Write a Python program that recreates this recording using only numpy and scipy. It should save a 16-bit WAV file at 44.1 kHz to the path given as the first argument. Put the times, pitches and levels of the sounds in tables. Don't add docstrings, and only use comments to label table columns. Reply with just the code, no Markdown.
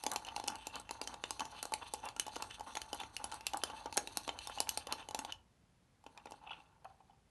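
import sys
import numpy as np
from scipy import signal
from scipy.fft import rfft, irfft, next_fast_len
from scipy.io import wavfile
from scipy.ndimage import map_coordinates

SR = 44100
rng = np.random.default_rng(int(sys.argv[2]) if len(sys.argv) > 2 else 0)


def generate_wav(signal):
    frames = np.transpose(np.atleast_2d(signal))
    scaled = np.clip(frames, -1, 1) * 32767
    pcm = np.round(scaled).astype(np.int16)
    wavfile.write(sys.argv[1], SR, pcm)


def how_loud(loudness_db):
    steps = np.asarray(loudness_db, float) / 20
    return 10 ** steps


N = 321924

# (time [s], boom of the air column [dB], clink of the wall [dB],
# edge [dB] that the top modes gain and the low wall modes lose, pitch of the mode that the spot rings most [Hz])
CONTACTS = [(0.0369, -40, -47.5, 2.5, 2990), (0.057, -44, -75, 2, 2900), (0.0645, -32.5, -40.5, -1, 4840),
            (0.116, -60.5, -44, 4, 6130), (0.135, -51, -56, 11.5, 2900), (0.1599, -34.5, -41, -1.5, 4280),
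            (0.2483, -55.5, -54.5, -3, 2890), (0.2677, -53, -58.5, 0.5, 2900),
            (0.2862, -64.5, -56, -10, 2940), (0.3627, -36.5, -45.5, -3, 6210), (0.379, -44, -68.5, 6, 2900),
            (0.398, -39.5, -53.5, -1, 3450), (0.439, -43, -54.5, -1, 4200),
            (0.4765, -45.5, -49.5, 7.5, 6560), (0.481, -37.5, -39, -2, 6470),
            (0.5005, -43.5, -59.5, 7.5, 5720), (0.5553, -75, -53.5, 1, 2900), (0.669, -42, -47.5, 3, 4880),
            (0.756, -48.5, -49.5, -1, 4000), (0.798, -50, -59, 6.5, 8280), (0.8918, -49, -57.5, -9.5, 2700),
            (0.909, -39, -48, 1.5, 4120), (1.0144, -40.5, -45, -1.5, 4750), (1.0742, -52, -46, -2, 4250),
            (1.141, -48.5, -54.5, -3, 3680), (1.2386, -63, -46.5, -8.5, 2920),
            (1.3069, -39.5, -44, 4, 6290), (1.395, -47.5, -47, -3.5, 3120), (1.405, -38, -47.5, -5, 4500),
            (1.4531, -51.5, -55, -2.5, 7000), (1.628, -42.5, -44.5, 3.5, 9740),
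            (1.653, -41.5, -51, 3.5, 7120), (1.7202, -35.5, -56.5, 2, 3100),
            (1.7374, -41.5, -40, 3.5, 4200), (1.9368, -37.5, -44.5, 3.5, 9650),
            (1.945, -52.5, -57, -5, 5100), (2.0541, -48, -57, 4, 10660), (2.0872, -52.5, -51.5, -3.5, 4530),
            (2.1638, -45.5, -54.5, -1, 2950), (2.1969, -74.5, -35, 2, 2960),
            (2.2655, -44.5, -53, -0.5, 2960), (2.28, -41, -60, 1, 4900), (2.3582, -53, -52, -3.5, 10700),
            (2.3635, -37.5, -52.5, -2, 4210), (2.4227, -40.5, -46.5, -1, 6500),
            (2.5091, -65, -58.5, -10, 2910), (2.5956, -49, -58.5, -0.5, 3010), (2.607, -41.5, -61, 0, 6240),
            (2.753, -50, -48, -2.5, 3430), (2.77, -41, -46, -5, 6550), (2.8168, -73, -48.5, -1.5, 4130),
            (2.9298, -37.5, -45, -1.5, 3020), (2.945, -47, -61.5, 11.5, 11050),
            (3.001, -50, -59.5, 7.5, 3100), (3.0341, -46, -60, -13.5, 4500), (3.1658, -76, -44, -1.5, 2900),
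            (3.2417, -40, -45, 2, 10170), (3.316, -55, -55, -1, 6550), (3.322, -42.5, -54.5, -2.5, 3100),
            (3.3418, -46.5, -55.5, 4.5, 10140), (3.4086, -57, -57.5, -3, 2680),
            (3.467, -56.5, -37.5, 1.5, 2760), (3.534, -37.5, -48.5, -2.5, 2950),
            (3.543, -36, -65, 5.5, 330), (3.5714, -53.5, -54.5, 13, 6900), (3.6361, -48, -37, -0.5, 3120),
            (3.6991, -45.5, -61.5, -9, 2880), (3.8579, -39.5, -56.5, -3.5, 6210),
            (3.9255, -44, -52, -2, 4600), (3.9598, -44, -70, -9, 9440), (3.9701, -39.5, -42.5, 7.5, 10590),
            (3.9758, -35.5, -34, 0, 6540), (4.0733, -48.5, -48, -1.5, 3890), (4.1714, -37, -40, 5.5, 6820),
            (4.2773, -38, -51, -0.5, 3390), (4.291, -37, -48, -11.5, 4030),
            (4.3887, -65.5, -49.5, -4, 4130), (4.472, -43.5, -47.5, 1.5, 3660),
            (4.4968, -42, -65.5, 6.5, 9100), (4.575, -42.5, -66.5, -3.5, 2540),
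            (4.5843, -53, -54.5, -9.5, 2900), (4.6031, -34, -36.5, 5.5, 6150),
            (4.671, -45.5, -64.5, -11, 2800), (4.6909, -77, -36.5, 0.5, 11440),
            (4.774, -40, -40.5, 2.5, 9040), (4.87, -44, -51, 0, 3040), (4.9238, -44.5, -39.5, 0.5, 6460),
            (5.087, -45, -52, 0.5, 2970), (5.109, -46, -56.5, 0, 6930), (5.1463, -35.5, -43.5, -0.5, 4700),
            (5.1902, -40, -45, -0.5, 7900), (5.2485, -41, -52, -3, 3420),
            (5.3225, -69.5, -48.5, -7.5, 2950), (6.0396, -58, -75, -1, 10200),
            (6.064, -48, -64.5, -6, 3000), (6.1754, -57.5, -60.5, -6, 2485),
            (6.256, -45, -63.5, -3.5, 2520), (6.2695, -52, -76.5, -17.5, 2340), (6.308, -54, -66, 7, 2800),
            (6.3196, -47, -61, -4, 4090), (6.8449, -58, -69, 0, 3100)]
# (pitch [Hz], level [dB], t60 [s])
MODES = [(296.3, -4, 0.029), (551, -9, 0.035), (840, 0, 0.1), (891.4, 8, 0.03), (1094, 1.5, 0.029),
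         (1372, 0, 0.032), (1770, -23, 0.011), (2714, -6, 0.021), (3048, -5, 0.027), (3453, -8, 0.023),
         (4250, -6, 0.012), (5920, -12.5, 0.016), (6240, -11, 0.029), (8340, -8.5, 0.016), (9520, -9, 0.02),
         (10560, -10.5, 0.036)]
BORDERS_HZ = [250, 1600, 3800, 7500, 13000]


def unit(x):
    return x / np.sqrt(np.mean(x ** 2) + 1e-20)


def along(points, hz):
    f, v = np.transpose(points)
    return np.interp(np.log(hz + 1), np.log(f + 1), v)


def curves(rows):
    s, *cols = np.transpose(rows)
    return [np.interp(np.arange(N) / SR, s, c) for c in cols]


def wobble(rate):
    knots = rng.standard_normal(int(N * rate / SR) + 4)
    return map_coordinates(knots, [np.arange(N) * rate / SR])


def swell(middle, length):
    phase = (np.arange(N) / SR - middle) / (1.5 * length)
    return np.cos(np.pi * np.clip(phase, -.5, .5)) ** 2


def filtered(x, response):
    m = next_fast_len(N + SR // 2)
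    return irfft(rfft(x, m) * response(np.fft.rfftfreq(m, 1 / SR)), m)[..., :N]


def ringing(hz, db, t60):
    width = np.log(1000) / np.pi / t60
    return lambda f: how_loud(db) * 1j * f * width / (hz * hz - f * f + 1j * f * width)


def family_of(hz):
    return np.searchsorted(BORDERS_HZ, hz) - 1


def grains(rate, spread_db):
    there = rng.random(N) < rate / SR
    return there * rng.standard_normal(N) * how_loud(spread_db * rng.exponential(size=N))


def favoured_db(s, hz):
    # (from [s], to [s], mode [Hz], extra level [dB])
    scoop = (6.4, 6.78, 2640, 11)
    start, end, mode_hz, extra_db = scoop
    return extra_db * (s > start) * (s < end) * (abs(hz / mode_hz - 1) < .06)


def slide(contact_db):
    under_contact_db, t60_s = -14, 0.097
    power = np.zeros(N)
    starts = np.round(np.array(CONTACTS)[:, 0] * SR).astype(int)
    power[starts] = how_loud(contact_db + under_contact_db) ** 2
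    return signal.lfilter([1], [1, -how_loud(-120 / t60_s / SR)], power)


def rubbing(level_db, family, rate, damping, rough_db, focus):
    contact = grains(rate, spread_db=2.2) * how_loud(rough_db * wobble(70))
    s = np.arange(N) / SR
    rubbed = np.zeros(N)
    for hz, db, t60 in MODES:
        if family_of(hz) in family:
            travel = how_loud(3 * wobble(14) + favoured_db(s, hz))
            rubbed += filtered(contact * travel, ringing(hz, focus * db, t60 / damping))
    top_hz = BORDERS_HZ[family[-1] + 1]
    return how_loud(level_db) * unit(filtered(rubbed, lambda f: (1 + 1j * f / top_hz) ** -2))


def stirring():
    # (time [s], effort [dB])
    stir = [(0, -59.5), (5.28, -59), (5.4, -82), (6, -86), (6.07, -74.5), (6.35, -64.5), (6.42, -71),
            (6.6, -68), (6.78, -83), (6.9, -72.5), (7.05, -77), (7.2, -84), (7.3, -83)]
    # (middle [s], length [s], push through the paste [dB], scrape on the wall [dB])
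    sweeps = [(0.131, 0.064, -41, -57.5), (0.275, 0.044, -64.5, -55), (0.513, 0.082, -45, -62.5),
              (0.597, 0.056, -96, -59), (0.76, 0.047, -49, -54.5), (1.12, 0.089, -49, -67),
              (1.418, 0.038, -42.5, -52), (1.56, 0.096, -58.5, -59), (1.828, 0.022, -46.5, -51.5),
              (1.863, 0.06, -56, -57), (2.062, 0.063, -48.5, -57.5), (2.424, 0.096, -55.5, -79),
              (2.532, 0.058, -73, -53), (2.695, 0.058, -55, -60), (2.774, 0.021, -46.5, -67),
              (3.01, 0.023, -44, -50), (3.343, 0.019, -46.5, -61), (3.568, 0.037, -47, -80.5),
              (3.672, 0.079, -50.5, -53.5), (3.784, 0.11, -63, -60.5), (4.406, 0.1, -62, -65),
              (4.602, 0.12, -56.5, -61.5), (4.912, 0.044, -41, -66), (5.003, 0.046, -56, -51.5),
              (5.186, .1, -52.5, -83), (5.297, 0.037, -48.5, -53.5), (6.186, 0.058, -61.5, -79),
              (6.522, 0.14, -62.5, -68), (6.692, 0.088, -72.5, -87)]
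    # (middle [s], length [s])
    lifts = [(0.257, 0.09), (0.837, 0.13), (1.002, 0.048), (1.187, .09), (1.544, 0.033), (2.16, 0.12),
             (2.605, 0.061), (2.874, 0.02), (3.098, 0.09), (3.418, 0.082), (3.892, 0.11), (4.37, 0.1),
             (5.098, 0.094), (5.133, 0.066)]
    beating_db, lift_db = -59, -11
    wall_grows = 1.56
    effort_db, = curves(stir)
    _, boom_db, clink_db, edge_db, _ = np.transpose(CONTACTS)
    push = sum(how_loud(push_db) ** 2 * swell(middle, length) for middle, length, push_db, _ in sweeps)
    press = sum(how_loud(press_db) ** 2 * swell(middle, length) for middle, length, _, press_db in sweeps)
    lifted_db = lift_db * sum(swell(*row) for row in lifts)
    wall_db = beating_db + wall_grows * (effort_db - beating_db) + lifted_db
    stroke_db = .8 * wobble(18)

    def total(steady_db, power):
        return 10 * np.log10(how_loud(steady_db + 2.2 * wobble(6.7)) ** 2 + power) + stroke_db

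    drag_db = total(effort_db - 2.5, push + slide(boom_db))
    scrape_db = total(wall_db - 7, press + slide(clink_db - edge_db))
    paste_db = np.minimum(effort_db - beating_db, 0)
    sweep_grit = press * how_loud(-7.5 + paste_db) ** 2
    grit_db = total(wall_db - 4.5, sweep_grit + slide(clink_db + edge_db))
    drag = rubbing(drag_db, family=(0,), rate=1400, damping=1.6, rough_db=3.2, focus=1.3)
    scrape = rubbing(scrape_db, family=(1,), rate=2500, damping=1.3, rough_db=3.5, focus=.8)
    grit = rubbing(grit_db, family=(2, 3), rate=7500, damping=2.9, rough_db=3.5, focus=0.79)
    return drag + scrape + grit


def counter():
    # (frequency [Hz], relative density [dB])
    rumble_colour = [(35, 10.5), (57, 15.5), (110, 8), (300, -26)]
    # (time [s], level [dB])
    shake = [(0.0, -66.5), (5.33, -64), (5.47, -79), (7.3, -79)]
    noise = rng.standard_normal(N)
    rumble = unit(filtered(noise, lambda hz: how_loud(along(rumble_colour, hz))))
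    return how_loud(curves(shake)[0]) * rumble


def air():
    # (frequency [Hz], relative density [dB])
    air_colour = [(24, -31), (40, -4.5), (162, -8), (228, -13.5), (312, -18), (12800, -39), (22000, -120)]
    noise = rng.standard_normal(N)
    return how_loud(-71) * unit(filtered(noise, lambda hz: how_loud(along(air_colour, hz))))


def kitchen(tracks):
    # (frequency [Hz], t60 [s])
    echo_life = [(300, 0.56), (3000, 0.18), (11000, 0.14)]
    noise = rng.standard_normal((len(tracks), SR // 2))
    hz, t, z = signal.stft(noise, SR, nperseg=256)
    decay = how_loud(-60 * t / along(echo_life, hz)[:, None])
    tails = signal.istft(z * decay, SR, nperseg=256)[1]
    tails /= np.linalg.norm(tails, axis=1, keepdims=True)
    later = np.pad(tracks, ((0, 0), (130, 0)))
    return signal.fftconvolve(later, tails, axes=1)[:, :N].sum(0)


def knocks(count=6):
    middle_db = 2.5
    spot_extra_db, spot_life, spot_family_db = 11, 0.8, 2.5
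    hz, level, t60 = np.transpose(MODES)[:, :, None]
    t = np.arange(2048) / SR
    short, early = t[:512], SR // 200
    families = np.arange(len(BORDERS_HZ) - 1)[:, None]
    member = family_of(hz[:, 0]) == families
    band = family_of(np.fft.rfftfreq(len(t), 1 / SR)) == families
    blunt = (1 + 1j * np.fft.rfftfreq(2 * len(t), 1 / SR) / np.array(BORDERS_HZ)[1:, None]) ** -2
    tracks = np.zeros((count, N + SR))
    for k, (s, boom_db, clink_db, edge_db, spot_hz) in enumerate(CONTACTS):
        strength_db = [boom_db, clink_db - edge_db, clink_db + middle_db, clink_db + edge_db]
        strength_luck, pitch_luck, life_luck = rng.standard_normal((3, len(hz), 1))
        distance = abs(np.log(hz / spot_hz))
        spot = distance == distance.min()
        turn = 2 * np.pi * np.where(spot, spot_hz, hz * (1 + 0.016 * pitch_luck)) * t
        life = t60 * how_loud(1.5 * life_luck) * np.where(spot, spot_life, 1)
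        soft = how_loud(0.39 * np.clip(strength_db[0] - strength_db[2], 0, 25))
        struck = np.sqrt(soft) * level + 4.5 / np.sqrt(soft) * strength_luck + spot_extra_db * spot
        ring = member @ (how_loud(struck - 60 * t / life) * np.sin(turn))
        swelling = (1 - np.exp(-short / (0.0003 * soft))) * how_loud(-60 * short / (0.0029 * soft))
        rattle = swelling * rng.standard_normal(len(short))
        force = rfft(rattle / np.linalg.norm(rattle), 2 * len(t)) * blunt
        ring = irfft(rfft(ring, 2 * len(t)) * force)[:, :len(t)]
        noise = irfft(rfft(rng.standard_normal(len(t))) * band)
        burst = (1 - np.exp(-t / (.0004 * soft))) ** 2 * how_loud(-60 * t / (.0075 * soft))
        crack = noise * burst * how_loud(np.array([[-8], [4], [13], [11]]))
        blow = ring + crack
        wanted = how_loud(np.array(strength_db)[:, None] + spot_family_db * (member @ spot))
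        blow *= wanted / blow[:, :early].std(axis=1, keepdims=True)
        tracks[k % count, round(s * SR):][:len(t)] += blow.sum(0)
    return signal.sosfilt(signal.butter(4, 280, 'highpass', fs=SR, output='sos'), tracks[:, :N])


def touches_and_slips():
    # (time [s], boom of the air column [dB], ring of the wall [dB])
    soft_contacts = [(6.337, -57, -84), (6.4365, -69, -72), (6.4655, -53.5, -64), (6.4718, -54.5, -52.5),
                     (6.493, -68, -52), (6.506, -45.5, -49), (6.512, -74, -49), (6.5174, -51, -55),
                     (6.53, -60, -50), (6.5405, -61, -57), (6.5738, -65, -71), (6.5991, -60, -75),
                     (6.846, -57.5, -77), (6.851, -47, -64), (6.8996, -65.5, -87), (7.003, -59, -77.5),
                     (7.0958, -60.5, -83), (7.105, -66, -75.5), (7.131, -67, -86)]
    # (frequency [Hz], level [dB])
    contact_colour = [(400, -20), (830, 5), (1300, 0), (2640, 9), (3400, 3), (4200, -14), (5600, 4),
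                      (6100, -25)]
    # (from [s], pitch factor)
    deeper = (6.8, 0.97)
    sag, damping = 0.97, 1.1
    force_t60_s = 0.008
    hz, level, t60 = np.transpose(MODES)[:, :, None]
    t = np.arange(1536) / SR
    wall, out = family_of(hz[:, 0]) > 0, np.zeros(N + SR)
    for s, boom_db, wall_db in soft_contacts:
        strength_luck, pitch_luck = rng.standard_normal((2, len(hz), 1))
        deepened = np.where(wall[:, None] | (s < deeper[0]), 1, deeper[1])
        rung = level + along(contact_colour, hz) + 3 * strength_luck - 60 * damping * t / t60
        pitch_hz = hz * sag * deepened * (1 + .015 * pitch_luck)
        modes = how_loud(rung) * (1 - np.exp(-t / .0008)) * np.sin(2 * np.pi * pitch_hz * t)
        shudder = (1 - np.exp(-t / .0015)) ** 2 * how_loud(-60 * t / force_t60_s)
        force = shudder * rng.standard_normal(len(t))
        for part, db in ((~wall, boom_db), (wall, wall_db)):
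            ring = signal.fftconvolve(modes[part].sum(0), force)[:len(t)]
            out[round(s * SR):][:len(t)] += how_loud(db) * ring / ring[:SR // 125].std()
    return out[:N]


def scene():
    mug = np.vstack([knocks(), stirring(), touches_and_slips()])
    return (mug.sum(0) + how_loud(-12.5) * kitchen(mug) + counter() + air())[None]


def top_cut(x):
    return signal.sosfilt(signal.butter(12, 12990, fs=SR, output="sos"), x)


def record(dry):
    heard = filtered(dry, lambda hz: 1 / np.sqrt((1 + (hz / 11700) ** 90) * (1 + (45 / (hz + 1)) ** 6)))
    return top_cut(heard)


dry = scene()
out = record(dry)
generate_wav(out)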